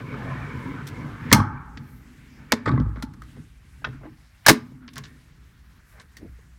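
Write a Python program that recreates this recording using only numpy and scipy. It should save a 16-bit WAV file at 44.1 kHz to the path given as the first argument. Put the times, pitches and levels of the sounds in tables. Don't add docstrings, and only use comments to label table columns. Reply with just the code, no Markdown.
import sys
import numpy as np
from scipy import signal
from scipy.io import wavfile

SR = 44100
rng = np.random.default_rng(int(sys.argv[2]) if len(sys.argv) > 2 else 0)


def elevation(decibels):
    levels = np.asarray(decibels, float)
    return 10 ** (levels / 20)


def log_audio(samples):
    frames = np.atleast_2d(samples).T
    limited = np.clip(frames, -1, 1)
    pcm = np.round(limited * 32767).astype(np.int16)
    wavfile.write(sys.argv[1], SR, pcm)


N = 290178

# frequency in Hz, level in dB per Hz.
HUSH = [(18, -33), (30, -6), (60, 0), (120, -3), (171, -7), (253, -27), (500, -30), (765, -25), (1100, -22),
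        (1730, -18), (2400, -25), (3300, -28), (5800, -31), (14600, -38)]
# frequency in Hz, time to fall 60 dB in seconds.
CABIN_ECHO = [(300, 0.29), (1500, 0.22), (5000, 0.17), (12000, 0.12)]

# time in seconds, swell in seconds, frequency in Hz, width in Hz, level in dB.
SLIDES = [
    (1.93, .07, 13000, 3500, -66),
    (2.35, .05, 5200, 700, -65),
    (2.3, .2, 2000, 800, -60),
    (5.91, .03, 12000, 7000, -65),
    (4.457, .006, 1900, 900, -42),
]
# time in seconds,
# swell in seconds, frequency in Hz, width in Hz, level in dB.
NUDGES = [(4.86, .13, 252, 14, -45), (.65, .11, 1003, 30, -47), (0.29, 0.08, 150, 13, -39),
          (1.29, 0.02, 1800, 600, -46), (1.309, .007, 2000, 2000, -42), (4.058, .02, 750, 650, -49),
          (3.94, .03, 1450, 500, -53), (2.21, 0.18, 235, 52, -50.5), (0.694, 0.036, 268, 18, -32),
          (.42, .13, 1520, 35, -51), (5.8, 0.0087, 1300, 300, -61), (4.84, 0.023, 1440, 390, -55),
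          (6.24, 0.025, 280, 130, -43)]

# time in seconds, frequency in
# Hz, level in dB, swell in seconds, 60 dB fall in seconds.
SQUEAKS = [
    (4.4625, 1640, -3, .003, .026),
    (4.474, 1750, -11, .007, .015),
    (2.508, 2300, -36, .008, .03),
           (1.568, 2330, -43, .008, .04),
    (2.912, 1650, -44, .006, .04),
    (3.217, 1250, -35, .003, .025),
]
# time in
# seconds, frequency in Hz, level in dB, swell in seconds, 60 dB fall in seconds.
RINGS = [(1.323, 257, -3, 0.0031, 0.046), (1.327, 1208, -9, 0.0017, 0.054),
         (1.328, 2130, -7.5, 0.0047, 0.031), (1.346, 227, -4, 0.0057, 0.051),
         (1.357, 882, -12, 0.0052, 0.065), (1.384, 225, -13, 0.0064, 0.084),
         (1.385, 102, -13, 0.015, 0.28), (1.399, 1124, -12.5, 0.0029, 0.033),
         (2.5205, 1610, -6.5, 0.00082, 0.009), (2.528, 231, -13.5, 0.0083, 0.11),
         (2.59, 243.6, -30.5, 0.026, .12), (2.657, 1250, -18.5, 0.0029, 0.12),
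         (2.659, 1800, -24.5, 0.0033, 0.074), (2.674, 420, -10.5, 0.002, 0.021),
         (2.69, 1138, -16.5, 0.0033, 0.06), (2.776, 1073, -19, 0.0022, 0.029),
         (2.777, 1996, -29.5, 0.0017, 0.052), (2.84, 103.9, -14, 0.016, 0.36),
         (3.022, 883, -34.5, 0.0034, 0.14), (3.024, 1386, -29, 0.0045, .05),
         (3.024, 2000, -37.5, 0.0028, .05), (3.03, 244, -17.5, 0.0096, 0.062),
         (3.843, 1370, -19, 0.00092, 0.016), (3.848, 1500, -20.5, 0.0024, 0.025),
         (3.884, 129, -28, 0.0065, .15), (4.07, 305, -34.5, 0.0083, 0.076),
         (4.4823, 905, -5.5, 0.0011, 0.031), (4.484, 616, -11, .001, 0.076),
         (4.485, 1672, -6.5, .004, 0.068), (4.483, 2960, -12.5, 0.0014, 0.058),
         (4.488, 2200, -12, .003, 0.079), (4.499, 236, -7.5, 0.0094, 0.13),
         (4.501, 338, -11.5, 0.0039, 0.12), (4.504, 167, -10.5, 0.0038, 0.13),
         (4.55, 246, -21.5, 0.017, 0.17),
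         (6.166, 1850, -43, 0.0036, 0.057), (6.166, 4500, -46, .003, .06),
               (6.168, 5800, -49, .002, .03), (6.166, 2080, -47.5, .004, 0.043),
               (6.214, 320, -43, .008, .08), (6.224, 60, -37, 0.0048, .12), (6.228, 221, -41, .006, 0.075),
               (6.248, 303, -40.5, .006, 0.069), (6.254, 156, -39, 0.0048, 0.092),
               (6.273, 110, -39, .005, .09), (6.385, 450, -51, 0.0062, 0.039),
               (3.844, 2654, -29, 0.0012, 0.036), (3.846, 3235, -31, 0.0017, 0.038),
               (3.847, 1800, -28, 0.0025, 0.072), (3.846, 1230, -31.5, 0.0035, 0.083),
               (3.886, 240, -33, .005, 0.045), (3.94, 270, -38, 0.0087, 0.097),
               (3.385, 237, -35, 0.0099, 0.038), (1.775, 4500, -45.5, 0.0042, 0.033),
               (3.024, 4050, -33.5, .003, .03), (2.521, 490, -14.5, .001, .015),
               (3.82, 1600, -50, .004, .05), (2.712, 3800, -41, .003, .03), (2.959, 1100, -43.5, .002, .05),
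               (4.465, 4030, -15, .002, 0.034), (4.512, 260, -10, 0.0034, 0.11),
               (4.503, 290, -9, .003, .06), (4.71, 250, -41, .015, .3), (4.879, 2300, -46, .003, .05),
               (4.05, 290, -36, .006, .07), (4.96, 150, -36, .01, .1), (5.0, 130, -34, .01, .1),
               (4.963, 1600, -42, .004, .05), (4.49, 1100, -10, .003, .05)]

# time in seconds, tap in dB, crack in dB, rattle's 60 dB fall in seconds, highest frequency in Hz.
TICKS = [(.869, -59.5, -50.5, 0.093, 16260), (1.772, -42.5, -50.5, 0.04, 6400),
         (2.798, -49, -54.5, 0.04, 5950), (3.136, -51, -60.5, 0.029, 14240),
         (3.219, -51, -64.5, 0.12, 16250), (4.878, -48.5, -54, 0.064, 5570), (4.886, -56, -60, 0.087, 4920),
         (4.933, -60, -58, 0.06, 14770), (4.957, -51, -53.5, 0.08, 11100), (4.965, -38.5, -50, 0.069, 6320),
         (4.979, -39, -46, 0.031, 17400), (4.984, -43, -51.5, 0.059, 9050), (5.037, -51, -54, 0.12, 7300),
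         (5.048, -55, -56.5, 0.11, 5490), (5.997, -48.5, -58.5, 0.076, 9080),
         (6.013, -53.5, -62, 0.059, 12180), (6.168, -52.5, -54.5, 0.076, 17470)]
# time in seconds, body in dB, rattle's 60 dB fall in seconds.
THUDS = [(3.364, -46, 0.059), (3.818, -50, 0.091), (4.01, -48, .12), (4.033, -48, 0.052),
         (4.05, -41, 0.076), (4.717, -49, 0.049), (4.986, -49.5, 0.028), (6.216, -50.5, 0.031),
         (6.257, -65, 0.095)]
# time in seconds, knock peak in dB, body in dB,
# rattle's 60 dB fall in seconds, highest frequency in Hz.
CATCHES = [(2.521, -7.5, -18.5, 0.0068, 17670), (2.525, -10, -22.5, 0.014, 7270),
           (2.535, -23.5, -23.5, 0.026, 9050), (3.024, -32, -41.5, 0.043, 14560),
           (3.845, -27, -40.5, 0.044, 4800), (3.868, -43, -36.5, 0.068, 4400),
           (3.887, -55.5, -58, .042, 4508), (4.463, -19, -21, 0.12, 19120), (4.483, -5.5, -7, 0.05, 18290),
           (4.487, -9, -14, 0.024, 18750), (4.492, -6.5, -12.5, 0.026, 18100),
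           (4.496, -9.5, -13.5, 0.069, 15980), (4.503, -20.5, -10, .04, 12030)]
# time in seconds, knock peak in dB, crack in dB, body in dB,
# rattle's 60 dB fall in seconds.
BLOWS = [(1.315, -19, -44, -21, .11), (1.323, -20, -34, -8, 0.015), (1.327, -9.5, -6, -16.5, 0.03),
         (1.335, -12, -22.5, -10.5, 0.023), (1.345, -18, -29.5, -24, 0.046),
         (1.355, -21.5, -44.5, -13, 0.025), (1.381, -29, -66, -13, 0.025), (1.401, -29, -49, -14.5, 0.032),
         (2.657, -27.5, -53, -25.5, 0.18), (2.675, -21.5, -51.5, -13, 0.09),
         (2.69, -20, -44.5, -19.5, 0.012), (2.715, -26, -54, -25, 0.023), (2.738, -47.5, -69, -11, 0.057),
         (2.777, -34, -67, -11, 0.016), (2.799, -39, -71, -11, 0.013), (2.818, -48, -71, -23.5, 0.023),
         (2.863, -52, -100.5, -26, 0.018), (2.889, -73, -73, -28, 0.057), (2.959, -42.5, -80, -30.5, 0.32)]

# frequency in Hz, width in Hz, level in dB.
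GRIP = [(1075, 110, 6.5), (1610, 310, 9), (1970, 480, 8), (2200, 410, 3.5), (2860, 100, -33)]
# frequency in Hz, width in Hz, level in dB.
LOCK_CASE = [(60.4, 38, -7.5), (167, 34, -6), (230.6, 8.3, 3.5), (255, 5.1, 1.5), (325, 16, -2),
             (424, 11, -2), (481, 26, -6.5), (616, 120, -9), (867, 160, -11)]
# frequency in Hz, width in Hz, level in dB.
KNOCK = [(633, 65, -3), (896, 150, 4), (1130, 650, 1.5), (1500, 140, 6.5), (1750, 620, -1.5),
         (2220, 630, -5.5), (3130, 360, -40)]
# frequency in Hz, width in Hz, level in dB.
FRAME = [(851.3, 35, -0.5), (1000, 72, -7.5), (1125, 45, -1.5), (1250, 55, -0.5), (1336, 54, -3),
         (1552, 90, -6), (1800, 200, -17)]
# frequency in Hz, level in dB per Hz.
CRACK = [(1470, -26.5), (2500, -2.5), (2770, -1), (4690, -1), (8270, -8.5), (12200, -13), (14500, -9.5),
         (16000, -28)]

# frequency in Hz, width in Hz, level in dB.
SWAY = [(39.7, 13, -3.5), (57.4, 4.7, 11.5), (62, 24, 3)]
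# frequency in Hz, width in Hz, level in dB.
PANEL = [(98.5, 26, 0), (135.7, 16, 8), (153.7, 42, 1), (245, 20, 0.5), (295.5, 44, -7.5)]
# frequency in Hz, width in Hz, level in dB.
RAIL = [(420, 120, -2), (560, 290, -6.5), (910, 84, -4), (1026, 40, 1), (1266, 330, -5)]
# frequency in Hz, width in Hz, level in dB.
RAIL_WHINE = [(1515, 52, 2.5), (1580, 360, -3), (1800, 140, -1), (2000, 170, -8.5), (2240, 210, -4.5),
              (2420, 250, -16)]
# frequency in Hz, level in dB per Hz.
GRIT = [(1470, -34.5), (2500, 0), (4840, -13.5), (6500, -16.5), (11500, -28.5), (15300, -25.5),
        (16000, -45)]
# time of the peak in seconds,
# sway in dB, panel rumble in dB, rub in dB, 60 dB fall in seconds.
LURCHES = [(1.0, -48, -30.5, -60.5, 0.74), (1.27, -46.5, -33, -64, 0.48), (1.429, -28.5, -26, -45, 0.78),
           (1.78, -44, -41, -60, 1.43), (2.4, -56.5, -47, -60.5, 1), (2.57, -55.5, -36, -48, 0.64),
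           (2.741, -22, -15.5, -44, 0.5), (3.059, -43.5, -37.5, -76, 1.2), (3.62, -49, -62, -75, .6),
           (5.3, -51, -60, -75, 1.0), (5.72, -53, -66, -75, .6), (6.42, -53, -62, -75, .4),
           (3.881, -46, -39, -68.5, 0.68), (4.048, -55.5, -47.5, -65.5, 0.65),
           (4.619, -63, -40, -64.5, 0.99), (4.997, -53.5, -43, -58, .8), (3.39, -43.5, -39.5, -68, 0.23),
           (5.998, -61, -57, -57, 0.18), (6.225, -43.5, -49, -80, 0.28)]
# time in seconds, level in dB.
ROLL = [
    (0.0, -40.5),
    (0.036, -46.5),
    (0.132, -42.5),
    (.25, -40.5),
    (0.578, -42.5),
    (0.784, -44),
    (.95, -45),
    (1.184, -47),
    (1.3, -43.5),
]


def rms_one(x):
    return x / np.sqrt(np.mean(x ** 2) + 1e-20)


def below(hz, x, order=4):
    return signal.sosfilt(signal.butter(order, min(hz, 19000), fs=SR, output="sos"), x)


def at_hz(points, hz):
    table_hz, values = np.transpose(points)
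    return np.interp(np.log(hz), np.log(table_hz), values)


def drift(rate):
    r = np.exp(-80 * np.pi * rate / SR)
    chance = rng.standard_normal(N // 40 + 2002)
    slow = signal.lfilter([1], [1, -2 * r, r * r], chance)[2000:]
    return np.interp(np.arange(N) / 40, np.arange(len(slow)), rms_one(slow))


def grains(spread_db):
    size_db = spread_db * np.minimum(rng.exponential(1, N), 4)
    return rms_one(rng.standard_normal(N) * elevation(size_db))


def resonate(x, peaks, wander_db=None):
    click, out, unit = np.arange(SR // 2) == 0, 0, 0
    for k, (hz, width, level_db) in enumerate(peaks):
        r = np.exp(-np.pi * max(width, 5) / SR)
        zeros = [(1 - r * r) / 2, 0, (r * r - 1) / 2]
        poles = [1, -2 * r * np.cos(2 * np.pi * hz / SR), r * r]
        gain = (-1) ** k * elevation(level_db)
        swell = elevation(wander_db * drift(4.1)) if wander_db else 1
        out = out + gain * swell * signal.lfilter(zeros, poles, x + 1e-18)
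        unit = unit + gain * signal.lfilter(zeros, poles, click + 1e-18)
    return out / np.sqrt(np.sum(unit ** 2))


def colour(x, spectrum, patchy_db=0.0, slow_db=0.0):
    lowest, highest = spectrum[0][0], spectrum[-1][0]
    count = int(2 * np.log2(highest / lowest)) + 2
    edges = np.geomspace(lowest, min(highest, 19000), count)
    click, out, unit = np.arange(SR // 2) == 0, 0, 0
    for k, (low, high) in enumerate(zip(edges, edges[1:])):
        band = signal.butter(2, [low, high], "band", fs=SR, output="sos")
        gain = (-1) ** k * elevation(at_hz(spectrum, np.sqrt(low * high)))
        flicker = elevation(patchy_db * drift(15) + slow_db * drift(1.5)) if patchy_db else 1
        out = out + gain * flicker * signal.sosfilt(band, x + 1e-18)
        unit = unit + gain * signal.sosfilt(band, click + 1e-18)
    return out / np.sqrt(np.sum(unit ** 2))


def quiet_cabin():
    level = elevation(-56 + 1.5 * drift(2))
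    return level * colour(rng.standard_normal(N), HUSH + [(16000, -44)], patchy_db=1.5, slow_db=1.4)


def cabin_echo(x):
    age, echo = np.arange(SR // 2) / SR, 0
    for hz in 250 * 2. ** np.arange(7):
        octave = signal.butter(1, [hz / 1.4, min(hz * 1.4, 20000)], "band", fs=SR, output="sos")
        noise = signal.sosfilt(octave, rng.standard_normal(len(age)))
        near = elevation(-60 * age / np.clip(at_hz(CABIN_ECHO, hz), .03, .6))
        next_room = elevation(-30 - 60 * age / .55) * (hz < 5000)
        echo = echo + noise * (near + next_room)
    echo = echo * np.clip(age / 0.013, 0, 1)
    return signal.fftconvolve(x, echo / np.sqrt(np.sum(echo ** 2)))[:N]


def slides():
    t, skin, out = np.arange(N) / SR, grains(1.4), 0
    for s, swell, hz, width, level_db in SLIDES + NUDGES:
        rub = elevation(level_db) * np.exp(-.5 * ((t - s) / swell) ** 2) * skin
        out = out + below(hz + 2 * width, resonate(rub, [(hz, width, 0)]), order=3)
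    return out


def squeaks():
    out, age = np.zeros(N + SR), np.arange(SR // 3) / SR
    for s, hz, level_db, swell, t60 in SQUEAKS + RINGS:
        step = age * hz / 8
        after_swell = np.clip(age / swell - 1, 0, 1)
        waver, slip = [np.interp(step, np.arange(300), chance - chance[0]) * after_swell
                       for chance in rng.standard_normal((2, 300))]
        fall_db = 60 * np.maximum(age - swell, 0) / t60
        shape = np.clip(age / swell, 0, 1) ** 2 * elevation(level_db + 2 * waver - fall_db)
        out[round(s * SR):][:len(age)] += shape * np.sin(2 * np.pi * hz * age + .5 * slip)
    return out[:N]


def rattles(events):
    drive, age = np.zeros((3, N + SR)), np.arange(SR // 4) / SR
    for s, knock_db, crack_db, body_db, t60, top_hz in events:
        noise, bounce = rng.standard_normal((2, len(age)))
        rise = 1 - np.exp(-(age + 1 / SR) * top_hz / 0.5)
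        uneven_db = 5.6 * rms_one(below(300, bounce, order=1))
        rattle = noise * rise * elevation(uneven_db - 60 * age / np.clip(t60, .004, .25))
        shove = 5.3 * np.sign(noise[0]) * (age == 0)
        push = below(top_hz / 4.2, 0.27 * rattle + shove, order=2)
        crack = below(top_hz, rattle, order=6)
        gains = elevation(np.array([[knock_db - 0.5], [crack_db + 7.0], [body_db + 9.0]]))
        drive[:, round(s * SR):][:, :len(age)] += gains * [rattle, crack, push]
    return drive[:, :N]


def finger_ticks():
    return rattles([(s, tap, crack, tap - 9, t60, hz) for s, tap, crack, t60, hz in TICKS])


def lock_clicks():
    events = []
    for s, knock, body, t60, top_hz in CATCHES:
        crack = knock - 5.5 + 4 * np.log2(top_hz / 16900)
        events.append((s, knock, crack, body, t60, top_hz))
    for s, body, t60 in THUDS:
        events.append((s, body - 12.5, body - 26.5, body, t60, 2800))
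    return rattles(events)


def door_blows():
    events = []
    for s, knock, crack, body, t60 in BLOWS:
        octaves = min((crack - knock + 7.5) / 17, 0)
        events.append((s, knock, crack, body, t60, 16900 * 2 ** octaves))
    return rattles(events)


def frame_shiver(knocks):
    r = elevation(-120 / (.78 * SR))
    energy = signal.lfilter([1 - r], [1, -r], knocks ** 2)
    return elevation(-3.5) * resonate(np.sqrt(energy) * grains(3.1), FRAME, wander_db=1.5)


def contacts():
    door_knock, door_crack, door_body = door_blows()
    lock_knock, lock_crack, lock_body = lock_clicks()
    finger_tap, finger_crack, finger_body = finger_ticks()
    knock = below(4900, resonate(door_knock + lock_knock, KNOCK) + resonate(finger_tap, GRIP))
    crack = colour(door_crack + lock_crack + finger_crack, CRACK)
    panel = below(700, resonate(door_body, PANEL) + elevation(-11.5) * resonate(door_body, SWAY))
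    frame = below(2100, frame_shiver(door_knock + elevation(-30) * lock_knock))
    case = below(1300, resonate(lock_body + finger_body, LOCK_CASE))
    return knock + crack, panel + frame + case


def lurching():
    t, power = np.arange(0, N + 40, 40) / SR, 0
    sway_lag = np.array([[.07], [0], [0], [0]])
    for s, sway_db, rumble_db, rub_db, t60 in LURCHES:
        age = t - s - sway_lag
        fall_db = np.where(age < 0, 20 * (age / .09) ** 2, 60 * age / max(t60, .1))
        peak_db = np.array([[sway_db], [rumble_db], [rub_db], [rub_db - 16]])
        power = power + elevation(peak_db - np.minimum(fall_db, 200)) ** 2
    return [np.interp(np.arange(N) / SR, t, np.sqrt(p)) for p in power]


def rolling_speed():
    s, level_db = np.transpose(ROLL)
    times = np.r_[s[0] - .08, s, s[-1] + .08]
    return elevation(np.interp(np.arange(N) / SR, times, np.r_[-100, level_db, -100]))


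def rolling():
    speed = rolling_speed()
    roll = speed * elevation(np.array([[-5.5], [8], [0], [-14.5]]))
    rest = elevation(np.array([[-55], [-68], [-100], [-100]]) + 2.5 * drift(3.6))
    sway, rumble, drone, grit = np.sqrt(roll ** 2 + rest ** 2 + np.square(lurching()))
    swaying = resonate(sway * grains(0.94), SWAY)
    rumbling = resonate(rumble * elevation(2.0 * drift(17.0)) * grains(0.24), PANEL)
    rough = elevation(.8 * drift(60))
    droning = resonate(drone * rough * grains(3.9), RAIL, wander_db=2.5)
    whine = elevation(-3.5) * speed * (speed / speed.max()) ** 0.5
    whine = whine + drone - np.minimum(speed, drone)
    whining = resonate(whine * rough * grains(1.8), RAIL_WHINE, wander_db=2.5)
    rail = below(2200, droning, order=2) + below(4400, whining)
    hiss = colour(grit * grains(2.5), GRIT, patchy_db=1.0)
    return below(380, swaying + rumbling) + rail + hiss


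def scene():
    struck, ringing = contacts()
    sharp = struck + squeaks()
    moving = rolling() + slides()
    return (sharp + elevation(-20.5) * cabin_echo(sharp) + ringing + moving + quiet_cabin())[None]


def low_pass(x):
    return signal.sosfilt(signal.butter(12, 16380, fs=SR, output="sos"), x)


def record(dry):
    dry = signal.sosfilt(signal.butter(2, 34, "high", fs=SR, output="sos"), dry)
    climb = 13 * np.arange(N) / SR
    duck_db = 5 * (np.abs(dry[0]) > .25)
    held_db = np.maximum(np.maximum.accumulate(duck_db + climb) - climb, 0)
    gain = elevation(-signal.lfilter([.0005], [1, -.9995], held_db))
    overloaded = np.clip(gain * dry, -1.05, 1.05)
    mix = np.clip(below(19000, overloaded, order=20), -1, 1)
    return low_pass(mix)


dry = scene()
out = record(dry)
log_audio(out)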